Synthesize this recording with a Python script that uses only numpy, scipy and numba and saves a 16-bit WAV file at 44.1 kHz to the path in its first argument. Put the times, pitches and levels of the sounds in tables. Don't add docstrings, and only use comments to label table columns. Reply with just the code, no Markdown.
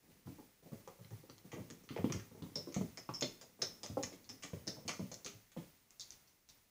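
import sys
import numpy as np
from scipy import signal
from scipy.fft import rfft, irfft
from scipy.io import wavfile
from scipy.ndimage import uniform_filter1d
from numba import njit

SR = 44100
rng = np.random.default_rng(int(sys.argv[2]) if len(sys.argv) > 2 else 0)


def transcribe(u):
    v = np.clip(np.atleast_2d(u).T, -1, 1)
    q = np.round(v * 32767).astype(np.int16)
    wavfile.write(sys.argv[1], SR, q)


N = 295637

# (frequency [Hz], relative level [dB])
BENCH_MODES = [(78, -27), (101, 5), (126, -4.5), (170, 2), (226, -5.5), (257, 1.5), (320, 0), (420, 3.5),
               (540, 9), (630, 5), (880, 10.5), (1080, 11), (1400, 7), (2000, -11)]
BENCH_CYCLES = 8

SHOP_T60_S, NEAR_T60_S, NEAR_DB = 0.47, 0.17, 2
TAIL_RISE_S = 0.00066

BIT_CHATTER_S, BIT_BOUNCE, BIT_SPREAD_OCT = 0.006, 0.72, 0.33
BIT_TAIL_DB, BIT_TAIL_HZ = -28.5, 9300
STEEL_CYCLES, PART_CYCLES, SHAFT_CYCLES = 28, 11, 70

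BENCH_CHATTER_S, BENCH_BOUNCE, BENCH_SPREAD_OCT = 0.01217, 0.58, 0.8
BENCH_TAIL_DB, BENCH_TAIL_HZ = -27, 462
WOOD_PUSH_S = 0.00055
BENCH_ANSWER_DB = -1.5
DRIER_DB_PER_DB, SOFT_KNOCK_DB = 0.4, -38
DRIER_DB_PER_OCT, DEEP_KNOCK_HZ = -0.5, 200

HISS_DB, WHINE_DB, WHINE_HZ = -62.5, -71, 14999
PULSE_HZ, PULSE_START_S, PULSE_SHARE = 14.909, 0.037, 0.56
BASS_CUT_HZ, TOP_HZ = 116, 15560
PAUSE_GAIN_DB, SWELL_KNEE_DB = -12, -75
SWELL_SLOPE = 0.36
SWELL_RISE_S, SWELL_FALL_S = 0.002, 0.04


def undb(db):
    return 10 ** (np.asarray(db) / 20)


def level(x, db):
    return x * undb(db) / np.sqrt(np.mean(x ** 2))


def fade(t, t60):
    return np.exp(-np.log(1000) * t / t60)


def coloured(points):
    hz, db = np.transpose(points)
    log_f = np.log(np.arange(1, N // 2 + 2) * SR / N)
    white = rfft(rng.standard_normal(N))
    return irfft(white * undb(np.interp(log_f, np.log(hz), db)), N)


def ring(modes, cycles, gains):
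    hz, db = np.transpose(modes)[:, :, None]
    t = np.arange(int(1 + cycles / hz.min() * SR)) / SR
    vibration = fade(t, cycles / hz) * np.sin(2 * np.pi * hz * t)
    sound = np.sum(gains[:, None] * undb(db) * vibration, axis=0)
    return sound / np.abs(sound).max()


def favour(modes, hz, octaves, scatter_db):
    away = np.log2(np.array(modes)[:, 0] / hz) / max(octaves, .03)
    sign, size = rng.standard_normal((2, len(modes)))
    return np.sign(sign) * undb(scatter_db * size) / (1 + away ** 2) ** 0.77


def chatter(length_s, bounce):
    push = np.zeros(int(.1 * SR))
    when, size = rng.random((2, 2))
    bounce_s = np.clip(when * length_s, 0, .09)
    push[(bounce_s * SR).astype(int)] = bounce * size
    push[0] = 1
    return push


def shop(tail_db, tail_hz, answer_db):
    # (delay [s], level before the answer gain [dB])
    reflections = [(.006, -4.5), (.014, -10.5), (.021, -12.5)]
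    t = np.arange(int(.4 * SR)) / SR
    decay = fade(t, SHOP_T60_S) + undb(NEAR_DB) * fade(t, NEAR_T60_S)
    dull = signal.lfilter(*signal.butter(1, tail_hz, fs=SR), rng.standard_normal(len(t)))
    room = undb(tail_db) * dull * decay * (1 - np.exp(-t / TAIL_RISE_S))
    for s, db in reflections:
        room[int(s * SR)] += undb(db)
    room *= undb(answer_db)
    room[0] = 1
    return room


def add(out, s, db, push, room, *rings):
    size = 24000
    modes = sum(rfft(r, size) for r in rings)
    sound = irfft(rfft(push, size) * rfft(room, size) * modes)
    i = int(s * SR)
    out[i:i + size] += (sound * undb(db) / np.abs(sound).max())[:N - i]


def electronics():
    # (frequency [Hz], relative density [dB per Hz])
    hiss_shape = [(15, -44), (25, 1), (44, -7.5), (107, -2.5), (484, -12.5), (898, -14), (1580, -16),
                  (2070, -13.5), (3270, -17.5), (6240, -15.5), (7750, -18.5), (12600, -19), (15600, -15.5)]
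    # (frequency [Hz], level [dB rms])
    faint_tones = [(9848, -84), (2040, -86)]
    t = np.arange(N) / SR
    on = ((t - PULSE_START_S) * PULSE_HZ) % 1 < PULSE_SHARE
    switch = uniform_filter1d(1. * on, size=88)
    whine = undb(WHINE_DB) * switch * np.sqrt(2) * np.sin(2 * np.pi * WHINE_HZ * t)
    tones = sum(undb(db) * np.sqrt(2) * np.sin(2 * np.pi * hz * t) for hz, db in faint_tones)
    return level(coloured(hiss_shape), HISS_DB) + whine + tones


def drag():
    # (time [s], level [dB])
    drag_course = [(0.0, -64), (0.82, -74.5), (1.97, -59), (2.09, -64), (2.2, -71), (2.45, -53),
                   (2.732, -74.5), (3.99, -62), (4.14, -65), (4.39, -62), (4.7, -62), (5.2, -69),
                   (5.9, -92)]
    slips = rng.standard_normal(N) * (rng.random(N) < 700 / SR)
    wood = ring(BENCH_MODES, BENCH_CYCLES, favour(BENCH_MODES, 200, 1.2, scatter_db=1))
    rumble = signal.fftconvolve(slips, wood)[:N]
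    s, db = np.transpose(drag_course)
    return level(rumble, 0) * undb(np.interp(np.arange(N) / SR, s, db, right=-100))


def knocks():
    # (time [s], peak level [dB], favoured pitch [Hz])
    knock_list = [(0.081, -54, 198), (0.116, -55.5, 211), (0.254, -40, 115), (0.272, -36.5, 204),
                  (0.385, -44, 430), (0.626, -48.5, 198), (0.659, -48, 490), (0.718, -39, 400),
                  (0.731, -39, 246), (0.875, -40.5, 834), (0.989, -42.5, 148), (1.042, -45, 138),
                  (1.109, -36.5, 132), (1.234, -42.5, 200), (1.292, -43, 282), (1.445, -44.5, 195),
                  (1.531, -37.5, 236), (1.565, -40.5, 300), (1.583, -37, 182), (1.691, -47.5, 200),
                  (1.704, -44, 174), (1.905, -35, 192), (1.964, -33.5, 497), (1.987, -33.5, 108),
                  (2.042, -23, 225), (2.101, -33, 192), (2.147, -31, 140), (2.313, -42.5, 129),
                  (2.346, -49, 400), (2.42, -36, 136), (2.558, -39, 350), (2.672, -37.5, 320),
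                  (2.763, -27.5, 192), (2.811, -30, 197), (2.977, -46.5, 526), (3.091, -29, 495),
                  (3.222, -31, 260), (3.414, -49, 473), (3.591, -46.5, 424), (3.624, -38.5, 530),
                  (3.836, -41.5, 520), (3.899, -35, 142), (3.97, -28, 580), (4.038, -39, 129),
                  (4.122, -43.5, 296), (4.295, -47.5, 242), (4.438, -41, 436), (4.533, -30.5, 203),
                  (4.672, -38.5, 295), (4.769, -42.5, 420), (4.851, -39.5, 199), (4.885, -36.5, 593),
                  (4.994, -34, 179), (5.115, -43, 435), (5.254, -42, 320), (5.333, -44.5, 117),
                  (5.565, -35, 197), (5.62, -51, 229)]
    out = np.zeros(N)
    for s, db, hz in knock_list:
        gains = favour(BENCH_MODES, hz, BENCH_SPREAD_OCT, scatter_db=2.5)
        knock = ring(BENCH_MODES, BENCH_CYCLES, gains)
        soft_contact = np.hanning(int(WOOD_PUSH_S * SR) + 3)
        push = np.convolve(chatter(BENCH_CHATTER_S, BENCH_BOUNCE), soft_contact)
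        drier_db = DRIER_DB_PER_DB * (db - SOFT_KNOCK_DB)
        drier_db += DRIER_DB_PER_OCT * np.log2(hz / DEEP_KNOCK_HZ)
        room = shop(BENCH_TAIL_DB, BENCH_TAIL_HZ, BENCH_ANSWER_DB - drier_db)
        add(out, s, db, push, room, knock)
    return out


def bit():
    # (time [s], peak level [dB], favoured pitch [Hz],
    # part against tick [dB], shaft against tick [dB], echoes and tail [dB])
    click_list = [(0.118, -48, 6070, 3, -14, -6), (0.877, -40, 6300, 1, -30, -7),
                  (1.047, -47, 3600, 2, -20, -12), (1.107, -45, 6500, 3, -19, -13),
                  (1.298, -41, 4800, 0, -29, -8.5), (1.381, -45, 4500, -5, -12, -14),
                  (1.518, -40.5, 6360, 1.5, -30, 1), (1.702, -36, 6300, -4, -33, -10),
                  (1.709, -38.5, 6140, -8, -22, -10), (1.837, -52.5, 6550, -17, -15, -2),
                  (1.8903, -36, 3330, -1, -16, -3), (1.9626, -36, 3530, 21.5, 4, -5),
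                  (1.9764, -39, 3870, 15, -19, -7), (2.0436, -44, 5870, 32, -26, -5.5),
                  (2.0994, -40, 5740, 20, -15, -6.5), (2.123, -30, 6450, -4.5, -38, -4),
                  (2.1982, -43, 6100, 6, -23, -4.5), (2.4233, -44, 3590, 2.5, -9, -7),
                  (2.5559, -30.5, 5410, -41, 3.5, -3), (2.7241, -43.5, 6140, -5, -25, -7),
                  (2.7433, -33, 6770, -4, -37, -3), (2.9735, -34, 6150, -6.5, -4, -4),
                  (3.0904, -41.5, 3950, 7, -21, -8), (3.1379, -36.5, 5700, -9.5, 2.5, 3),
                  (3.2096, -27.5, 6900, -17, -22, -4), (3.2249, -27.5, 3800, -10, -11, -6.5),
                  (3.413, -35.5, 5800, -12, -32, -3), (3.6177, -30, 6000, -6, -22, -10),
                  (3.6208, -25, 5300, -11.5, 3, -4), (3.8329, -30, 5640, -9.5, -8, -2.5),
                  (3.8624, -35, 6270, -2, -25, -9), (4.0281, -34.5, 7050, -35, -12, -3.5),
                  (4.0345, -27, 6800, -6, -11, -9), (4.128, -46.5, 6460, -2.5, -19, 1),
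                  (4.2436, -44, 5230, -10, -26, -7), (4.2913, -36, 5460, -13, -5, -5),
                  (4.2965, -34.5, 5660, -6, -6.5, -6.5), (4.4243, -39, 5630, -7, -32, 3),
                  (4.4343, -35, 6070, -5, -33, -1.5), (4.534, -48, 6190, 16, -19, -8),
                  (4.6706, -36, 5740, -28, -10, -5), (4.677, -29.5, 5700, -14, -5, -4.5),
                  (4.8795, -27.5, 5570, -14, -17, -2), (4.893, -28.5, 5500, 1.5, -15, -4.5),
                  (5.1164, -38, 5880, -6, -34, -3), (5.142, -34.5, 6000, -20, -18, -10),
                  (5.2472, -31.5, 5600, -27, -29, -5), (5.2623, -33.5, 6060, -2, -22, -2),
                  (5.5184, -42, 6630, -5, -24, -5), (5.5726, -51, 4100, 7, -25, -3),
                  (5.63, -54, 6710, 10, -22, -4), (5.699, -60.5, 4920, 7, -22, -6),
                  (5.907, -40.5, 6100, -26, -23, -13), (5.9966, -34.5, 5900, -43, -30, -7),
                  (6.007, -37, 4600, -42, -28, -6), (6.0195, -46, 4700, -40, -16, -8),
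                  (6.106, -33, 6600, -45, -22, -14), (6.1214, -42, 6300, -29, -25, -4),
                  (6.274, -51.5, 5830, -33, -28, 2), (6.4889, -40.5, 5860, -40, -18, -5),
                  (6.499, -45, 4500, -41, -42, -10)]
    # (frequency [Hz], relative level [dB])
    steel_modes = [(3550, 7.5), (4100, 8), (4550, 7.5), (5000, 4.5), (5300, 2), (5700, 9), (6150, 11),
                   (6500, 12.5), (7000, 8.5), (7400, 2.5), (8500, -35), (10500, 5)]
    # (frequency [Hz], relative level [dB])
    part_modes = [(1200, -4), (1500, -22), (1900, -2), (2350, -1.5), (2750, -21.5), (3100, -0.5)]
    # (frequency [Hz], relative level [dB])
    shaft_modes = [(5070, -4), (5250, 0), (5420, -3)]
    out = np.zeros(N)
    for s, db, hz, part_db, shaft_db, answer_db in click_list:
        tick = ring(steel_modes, STEEL_CYCLES, favour(steel_modes, hz, BIT_SPREAD_OCT, scatter_db=1))
        part = ring(part_modes, PART_CYCLES, favour(part_modes, 2300, 3.2, scatter_db=2))
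        shaft = ring(shaft_modes, SHAFT_CYCLES, favour(shaft_modes, 5700, 1, scatter_db=1))
        push = chatter(BIT_CHATTER_S, BIT_BOUNCE)
        room = shop(BIT_TAIL_DB, BIT_TAIL_HZ, answer_db)
        add(out, s, db, push, room, tick, undb(part_db) * part, undb(shaft_db) * shaft)
    return out


def scene():
    return (drag() + knocks() + bit())[None]


@njit
def follow(power, rise, fall):
    out, e = np.empty(len(power)), 0.
    for i in range(len(power)):
        e += (power[i] - e) * (rise if power[i] > e else fall)
        out[i] = e
    return out


def record(dry):
    bass_cut = signal.butter(3, BASS_CUT_HZ, "high", fs=SR, output="sos")
    dry = signal.sosfilt(bass_cut, dry)
    short_power = uniform_filter1d(dry[0] ** 2, size=64)
    power = follow(short_power, 1 / (SWELL_RISE_S * SR), 1 / (SWELL_FALL_S * SR))
    swell = (1 + power / undb(SWELL_KNEE_DB) ** 2) ** (SWELL_SLOPE / 2)
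    gain = undb(PAUSE_GAIN_DB) * swell
    top_cut = signal.ellip(10, .2, 60, TOP_HZ, fs=SR, output="sos")
    return signal.sosfilt(top_cut, gain * (dry + electronics()))


dry = scene()
out = record(dry)
transcribe(out)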